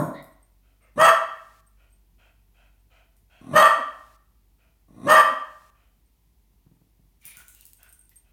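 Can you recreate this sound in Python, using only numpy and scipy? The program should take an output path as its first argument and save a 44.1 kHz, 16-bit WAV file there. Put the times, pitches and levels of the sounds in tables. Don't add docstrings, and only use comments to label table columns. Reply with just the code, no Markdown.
import sys
import numpy as np
from scipy import signal
from scipy.fft import rfft, irfft
from scipy.io import wavfile
from scipy.ndimage import uniform_filter1d, minimum_filter1d

SR = 44100
rng = np.random.default_rng(int(sys.argv[2]) if len(sys.argv) > 2 else 0)


def level_to_linear(level):
    exponent = np.asarray(level, float) / 20
    return 10 ** exponent


def wav_record(signal):
    frames = np.transpose(np.atleast_2d(signal))
    bounded = np.clip(frames, -1, 1)
    quanta = np.round(bounded * 32767).astype(np.int16)
    wavfile.write(sys.argv[1], SR, quanta)


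N = 366912
LEAD = SR // 4

# time_s, effort_db, rate_per_s
WOOF = [
    (-.16, -31.5, 87),
    (-.12, -20, 168),
    (-.02, -27.5, 142),
    (.05, -36, 150),
    (.16, -51.5, 110),
]
# centre_hz, width_hz, level_db
WOOF_MUZZLE = [(616, 210, 5), (1040, 220, 2), (1415, 210, -7), (1730, 440, -17.5), (2260, 390, -26.5),
               (3830, 1040, -31.5), (5730, 740, -34), (6900, 460, -25), (8910, 1800, -25),
               (12800, 4000, -27)]
# start_s, swell_s, first_db, peak_db, first_rate_per_s
GROWLS = [
    (.957, 0.02, -50, -35, 170),
    (3.41, .13, -54.5, -32, 33),
    (4.88, .19, -63.5, -32.5, 45),
]
# centre_hz, width_hz, level_db
CHEST = [(105, 17, -9.5), (152.78, 86, -4.5), (285, 130, -1)]
# centre_hz, width_hz, level_db
MUZZLE = [(620, 300, 2.5), (850, 140, -9.5), (1118.8, 140, 5), (1480, 100, -13.5), (1850, 200, -10.5),
          (2110, 120, -12), (2500, 200, -13), (3900, 800, -17.5), (5950, 560, -18), (9600, 2400, -17.5)]
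# band_hz, t60_s
ROOM_DECAY = [(100, .45), (300, 0.49), (700, .62), (1500, 0.61), (3000, 0.57), (5000, 0.48), (8000, 0.4),
              (11000, .38), (16000, .28)]
# mode_hz, level_db
STANDING_WAVES = [(598, 0), (666, 5.5), (1031, 3.5), (1088, 7.5), (1179, 5.5), (1339, 2), (1832, -0.5),
                  (1900, 5)]
# band_hz, density_db_per_hz
HUSH_TONE = [(35, -30), (60, -3), (76, -17), (118, -20.5), (156, -18.5), (417, -29.5), (553, -36.5),
             (882, -33), (1440, -42.5), (1950, -39.5), (2190, -39.5), (7940, -43.5), (14600, -37.5),
             (16000, -41.5)]
# time_s, level_db
HUM_COURSE = [(0, -59), (2.5, -56.5), (6, -61.5), (8.32, -60.5)]
# partial_hz, level_db
HUM_PARTIALS = [(48.5, -3), (97, -14)]
# start_s, length_s, peak_db, first_hz, last_hz
WHINES = [
    (.12, .11, -52, 1704, 2290),
    (3.75, .09, -49, 325, 235),
    (5.267, .09, -50.5, 313, 230),
]
# time_s, peak_db, room_share_db
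CLAWS = [(0.2259, -42, 1.5), (0.2432, -41, -3.5), (1.6661, -57, 4.5), (1.922, -58.5, -4.5),
         (3.1676, -54, 2.5), (7.2539, -27, 2), (7.3706, -29.5, -1), (7.4824, -34, 3), (7.5248, -42, 1.5),
         (7.5488, -37.5, -2), (7.6096, -33.5, -4), (7.654, -32.5, -3), (7.666, -36.5, -4),
         (7.7332, -34, -6.5), (7.7677, -52.5, -0.5), (7.8309, -35.5, -4.5), (7.892, -41.5, -2.5),
         (7.9264, -38, -2.5), (8.0935, -41.5, -1.5), (8.1584, -43.5, -6.5)]
# time_s, peak_db
JINGLES = [(0.3151, -63), (0.4275, -57.5), (0.5112, -72), (0.82, -59), (0.9352, -70), (1.6646, -60),
           (1.9005, -72), (1.9235, -56), (2.7916, -71), (3.1674, -65.5), (6.0581, -68), (6.7466, -76.5),
           (7.7677, -56), (7.875, -51), (7.892, -49), (7.9259, -43), (7.9887, -43.5), (8.0217, -56),
           (8.0494, -57.5), (8.1584, -43.5)]
# mode_hz, level_db, t60_s
TAG_MODES = [(8860, -1.5, .15), (8560, -2.5, 0.099), (8400, -10.5, 0.065), (11700, -14, 0.12),
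             (12696, -18, .08), (15080, -18.5, 0.033)]
# time_s, peak_db
BUCKLE = [(7.256, -43.5), (7.292, -49), (7.372, -55), (8.032, -67)]
# mode_hz, level_db, t60_s
BUCKLE_MODES = [(9700, 1.5, 0.2), (9980, -8, .15), (14990, -0.5, 0.15)]
# start_s, peak_db, length_s, mouth_opening_factor
PANTS = [(.62, -77, 0.15, 1), (.805, -68, 0.13, 0.86), (1.77, -71.5, 0.15, 0.98), (2.18, -65.5, 0.15, 1.02),
         (2.54, -68, 0.18, 1.02), (2.9, -65, 0.16, 1), (3.295, -63.5, 0.21, 1.04), (4.58, -73, 0.15, 0.98),
         (5.74, -74, .18, 0.99), (7.783, -67.5, 0.11, 1.06), (8.24, -77, .1, 1.01)]
# centre_hz, width_hz, level_db
PANT_MOUTH = [(660, 230, 1), (965, 220, -14.5), (1420, 320, 0.5), (2000, 400, -10.5), (2480, 370, 0.5),
              (3100, 400, -5), (3900, 600, -15.5), (5972, 6600, -25)]
# start_s, length_s, effort_db, top_pitch_hz, end_fade_db
BARKS = [
    (.967, .145, -15.5, 675.5, 0.5),
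    (3.522, 0.16, -15, 647.7, -2),
    (5.056, .165, -15, 640.6, -0.5),
]
# centre_hz, width_hz, level_db
THROAT = [(790, 250, -7), (1060, 200, -1.5), (1330, 160, -4), (1620, 250, -10), (2150, 300, -16),
          (2750, 450, -20), (3200, 420, -18)]
# centre_hz, width_hz, level_db
RASP = [(3750, 800, -4.5), (4710, 400, 1.5), (5300, 510, -7), (6460, 600, 0), (7150, 360, -8),
        (8527, 770, 5), (9530, 1200, -9), (11000, 800, -4), (12300, 1800, -7.5), (14200, 1200, -8),
        (15320, 1000, -6)]
# time_s, peak_db, board_hz
THUDS = [(6.664, -48.5, 153), (6.714, -48.5, 154), (6.764, -55.5, 151), (6.814, -51.5, 157),
         (6.869, -62, 151), (6.993, -54.5, 151), (7.048, -59, 150), (7.256, -55, 148.4),
         (7.369, -54.5, 139)]
# start_s, peak_db, t60_s
SCUFFS = [(7.2, -63, .6), (7.24, -48, .4), (7.35, -56, 1.4), (7.6, -61.5, 1.2), (7.9, -66.5, .9),
          (8.14, -64.5, .3)]
# band_hz, density_db_per_hz
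SCUFF_TONE = [(1760, -13), (3000, -7.5), (4930, -14), (6130, -3.5), (8520, -8.5), (9870, 1.5),
              (10700, -16.5), (15400, 0.5), (16000, -14)]
# start_s, peak_db, length_s, note_hz
SKIDS = [(7.209, -60.5, 0.18, 2350), (7.357, -60.5, 0.088, 1480), (7.54, -71, 0.11, 2900),
         (7.788, -69.5, .14, 1500), (8.108, -75.5, 0.035, 2000)]
# band_hz, density_db_per_hz
COARSE_TONE = [(150, -29), (400, 2.5), (2000, 1), (8000, -3.5), (16000, -8.5)]


def evened(x):
    return x / np.sqrt(np.mean(x ** 2) + 1e-20)


def read(points, hz):
    f, value = np.transpose(points)
    return np.interp(np.log(hz + 1), np.log(f + 1), value)


def unroll(rows):
    s, *columns = np.transpose(rows)
    t = np.arange(s[0], s[-1], 1 / SR)
    return s[0], [np.interp(t, s, c) for c in columns]


def add(mix, s, sound):
    part = mix[round(s * SR) + LEAD:][:len(sound)]
    part += sound[:len(part)]


def resonate(x, hz, width):
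    turn = np.exp(2j * np.pi * np.cumsum(hz * np.ones(len(x))) / SR)
    r = np.exp(-np.pi * width / SR)
    return 2 * (turn * signal.lfilter([(1 - r) ** 2], [1, -2 * r, r * r], x / turn)).real


def tract(x, modes, opening):
    return evened(sum((-1) ** k * level_to_linear(db) * resonate(x, hz * opening, w)
                      for k, (hz, w, db) in enumerate(modes)))


def wobble(size, span):
    return evened(uniform_filter1d(uniform_filter1d(rng.standard_normal(size), span), span))


def coloured(points, size):
    hz = np.fft.rfftfreq(size, 1 / SR)
    return evened(irfft(rfft(rng.standard_normal(size)) * level_to_linear(read(points, hz)), size))


def growl(rows, muzzle=MUZZLE, open_db=-10):
    s, (effort_db, rate) = unroll(rows)
    size = len(rate)
    turns = .9 + np.cumsum(rate * (1 + .1 * wobble(size, span=SR // 150))) / SR
    flaps = np.diff(np.floor(turns), prepend=0) * level_to_linear(2 * rng.standard_normal(size)) * np.sqrt(SR / rate)
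    air = (0.6 + np.exp(-(turns % 1) / 0.4)) * rng.standard_normal(size)
    chest = tract(flaps + 0.8 * air, CHEST, 0.91)
    mouth = level_to_linear(open_db) * tract(0.15 * flaps + air, muzzle, 0.98)
    return s, level_to_linear(effort_db) * (chest + mouth) * signal.windows.tukey(size, .03)


def room(x):
    taps = np.zeros(SR)
    at = np.arange(160, SR - 20, 20)
    taps[at + rng.integers(0, 20, len(at))] = rng.choice([-1., 1.], len(at))
    hz, t, z = signal.stft(taps, SR, nperseg=256)
    tail = signal.istft(z * level_to_linear(-60 * t / read(ROOM_DECAY, hz)[:, None]), SR, nperseg=256)[1]
    tail = tail / np.linalg.norm(tail)
    t = np.arange(len(tail)) / SR
    tail = tail + sum(level_to_linear(db - 57.5 - 60 * t / .5) * np.sin(2 * np.pi * f * t) for f, db in STANDING_WAVES)
    return signal.fftconvolve(x, tail)[:len(x)]


def hush():
    duck_db, duck_s, hiss_db = -8.5, .55, -67
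    t = np.arange(N) / SR
    ducked_db = sum(duck_db * np.sin(np.pi * np.clip((t - s) / duck_s, 0, 1)) for s, *_ in BARKS)
    turns = np.cumsum(1 + 0.028 * wobble(N, span=SR // 12)) / SR
    hum = sum(level_to_linear(db + 1.5 * wobble(N, span=SR // 10)) * np.sin(2 * np.pi * hz * turns)
              for hz, db in HUM_PARTIALS)
    hum_db = np.interp(t, *np.transpose(HUM_COURSE)) + ducked_db + 1.5
    return level_to_linear(hum_db) * hum + level_to_linear(hiss_db) * coloured(HUSH_TONE, N)


def whine(s, length, peak_db, first_hz, last_hz):
    hz = np.geomspace(first_hz, last_hz, round(length * SR))
    air = rng.standard_normal(len(hz))
    width = .1 * hz.mean()
    octave = level_to_linear(-14.5) * resonate(air, hz.mean() * 1.92, 4 * width)
    squeak = evened(resonate(air, hz, width) + octave)
    return s, level_to_linear(peak_db) * squeak * np.sin(np.linspace(0, np.pi, len(hz))) ** 1.5


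def claw(hz):
    t = np.arange(SR // 50) / SR
    scrape = rng.standard_normal(len(t)) * (np.exp(-t / .0008) + 0.51 * np.exp(-t / 0.0014))
    tick = np.diff(resonate(scrape, min(hz, 15500), 14000), prepend=0)
    return level_to_linear(-9.0) * tick / np.std(tick[:SR // 500])


def ring(modes, factor):
    t = np.arange(SR // 4) / SR
    chatter = (1 - np.exp(-t / .005)) * level_to_linear(3.5 * wobble(len(t), span=SR // 250))
    return chatter * sum(level_to_linear(db - 60 * t / t60) * np.sin(2 * np.pi * hz * factor * t) for hz, db, t60 in modes)


def pant(s, peak_db, length, mouth):
    size = round(length * SR)
    puff = np.sin(np.pi * np.linspace(0, 1, size) ** 0.7) ** 0.79
    return s, level_to_linear(peak_db) * tract(rng.standard_normal(size), PANT_MOUTH, mouth) * puff


def swell(s, length, first_db, peak_db, first_rate):
    top_per_s, tail_s, tail_db = 175, .09, -13
    return [(s, first_db, first_rate),
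            (s + .75 * length, 0.82 * peak_db + .3 * first_db, 1.4 * first_rate),
            (s + length, peak_db, top_per_s),
            (s + length + tail_s, peak_db + tail_db, top_per_s)]


def bark(s, length, effort_db, top_hz, fade_db):
    attack_s, attack_db = .058, -29
    pitch_shut, pitch_lag, climb_s, pitch_drop = .89, .08, .11, .07
    second_top_hz, second_shut, second_sag, second_grow_db = 1295, .86, .12, 4
    low_db, low_shut_db, low_sag_db = -1.5, 7.5, -11.5
    sum_db, bright_db, bright_sag_db = -6, -15, -4.5
    t = np.arange(0, length, 1 / SR)
    size = len(t)
    slack = np.maximum(1 - t / attack_s, 0) ** 1.6
    spent = t / length
    closed = np.exp(-(t / 0.03) ** 2)

    climb = pitch_lag * np.maximum(1 - t / climb_s, 0)
    hz = top_hz * (1 - (1 - pitch_shut) * slack - climb - pitch_drop * spent ** 6)
    second_hz = second_top_hz * (1 - (1 - second_shut) * slack - second_sag * spent)
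    turns = np.cumsum(hz * (1 + .018 * wobble(size, span=SR // 400))) / SR
    folds = evened(sum(np.sin(2 * np.pi * k * turns) for k in range(1, 24)))
    folds = folds * level_to_linear(2.5 * wobble(size, span=SR // 300))
    second = np.cos(2 * np.pi * np.cumsum(second_hz * (1 + 0.013 * wobble(size, span=SR // 300))) / SR)
    second = second * (1 + 0.79 * np.cos(2 * np.pi * turns))
    puffs = evened((0.44 + np.exp(-(turns % 1) / 0.47)) * rng.standard_normal(size))
    drive = .6 * folds + .3 * second + .8 * puffs

    middle = level_to_linear(second_grow_db * spent) * evened(resonate(drive, second_hz, 190))
    middle = middle + level_to_linear(8.5 - 10 * closed) * tract(drive, THROAT, 1 - 0.06 * closed)
    low = level_to_linear(low_db + low_shut_db * slack + low_sag_db * spent) * evened(resonate(drive, hz, 150))
    summed = level_to_linear(sum_db - 12 * closed) * evened(resonate(drive, hz + second_hz, 180))
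    tongue = (1 - 0.08 * closed) * (1 + 0.026 * wobble(size, span=SR // 50))
    cavities = [(f, w, db + 3.3 * wobble(size, span=SR // 50)) for f, w, db in RASP]
    rasp_db = bright_db + bright_sag_db * spent - 13 * closed
    rasp = level_to_linear(rasp_db) * tract(1.2 * folds + puffs, cavities, tongue)
    effort = level_to_linear(effort_db + attack_db * slack + fade_db * spent + 1.6 * wobble(size, span=SR // 60))
    return s, effort * (evened(middle) + low + summed + rasp) * signal.windows.tukey(size, .2)


def thud(s, peak_db, hz):
    t = np.arange(SR // 12) / SR
    board = np.sin(2 * np.pi * hz * t) + level_to_linear(-8.0) * np.sin(2 * np.pi * 1.774 * hz * t)
    knock = level_to_linear(-7.5) * resonate(rng.standard_normal(len(t)), 595, 890)
    return s, level_to_linear(peak_db) * (board + knock) * (t / 0.0049) * np.exp(1 - t / 0.0037)


def scuff(s, peak_db, t60):
    rise_s = .025
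    t = np.arange(SR // 2) / SR
    fall_db = peak_db - 60 * t / t60 + 2.5 * wobble(len(t), span=SR // 150)
    stroke = np.minimum(t / rise_s, 1) * level_to_linear(fall_db)
    return s, stroke * coloured(SCUFF_TONE, len(t)) * np.cos(np.pi * t)


def skid(s, peak_db, length, hz):
    rub = rng.standard_normal(round(length * SR))
    tone = evened(resonate(rub, hz, 0.13 * hz)) + level_to_linear(0.5) * evened(resonate(rub, 1.15 * hz, 2660))
    stroke = level_to_linear(peak_db + 2.0 * wobble(len(rub), span=SR // 80))
    return s, stroke * tone * np.sin(np.linspace(0, np.pi, len(rub)))


def scene():
    dog, near, far = np.zeros((3, N + LEAD))
    add(dog, *growl(WOOF, WOOF_MUZZLE, open_db=-3))
    for row in GROWLS:
        add(dog, *growl(swell(*row)))
    for source, rows in [(whine, WHINES), (pant, PANTS), (bark, BARKS), (thud, THUDS), (skid, SKIDS)]:
        for row in rows:
            add(dog, *source(*row))
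    for s, db, room_db in CLAWS:
        tick = level_to_linear(db) * claw(hz=10933)
        add(near, s, tick)
        add(far, s, level_to_linear(room_db) * tick)
    for s, db in JINGLES:
        add(near, s, level_to_linear(db - 1.5) * ring(TAG_MODES, 0.98))
    for s, db in BUCKLE:
        add(near, s, level_to_linear(db) * ring(BUCKLE_MODES, 1))
    for row in SCUFFS:
        add(near, *scuff(*row))
    dog = signal.sosfilt(signal.butter(2, 70, "high", fs=SR, output="sos"), dog)
    wet = room(level_to_linear(-3.5) * dog + far + level_to_linear(-18) * near)
    return ((level_to_linear(3.0) * dog + near + wet)[LEAD:] + hush())[None]


def roll_off(x):
    return signal.sosfilt(signal.butter(12, 16490, fs=SR, output="sos"), x)


def record(dry):
    hold, trip_level, coarse_db, ceiling = round(.605 * SR), .34, -66, .7
    loud = abs(dry[0]) > trip_level
    above = np.cumsum(loud)
    recent = above - np.pad(above, (hold, 0))[:N] > 0
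    trips = np.cumsum(np.diff(recent, prepend=False) & loud)
    coarse = trips - np.pad(trips, (hold, 0))[:N]
    lifted = dry + level_to_linear(coarse_db) * coarse * coloured(COARSE_TONE, N)
    peak = -minimum_filter1d(-abs(lifted[0]), SR // 250)
    limited = lifted / uniform_filter1d(np.maximum(peak / ceiling, 1), SR // 500)
    return roll_off(limited)


dry = scene()
out = record(dry)
wav_record(out)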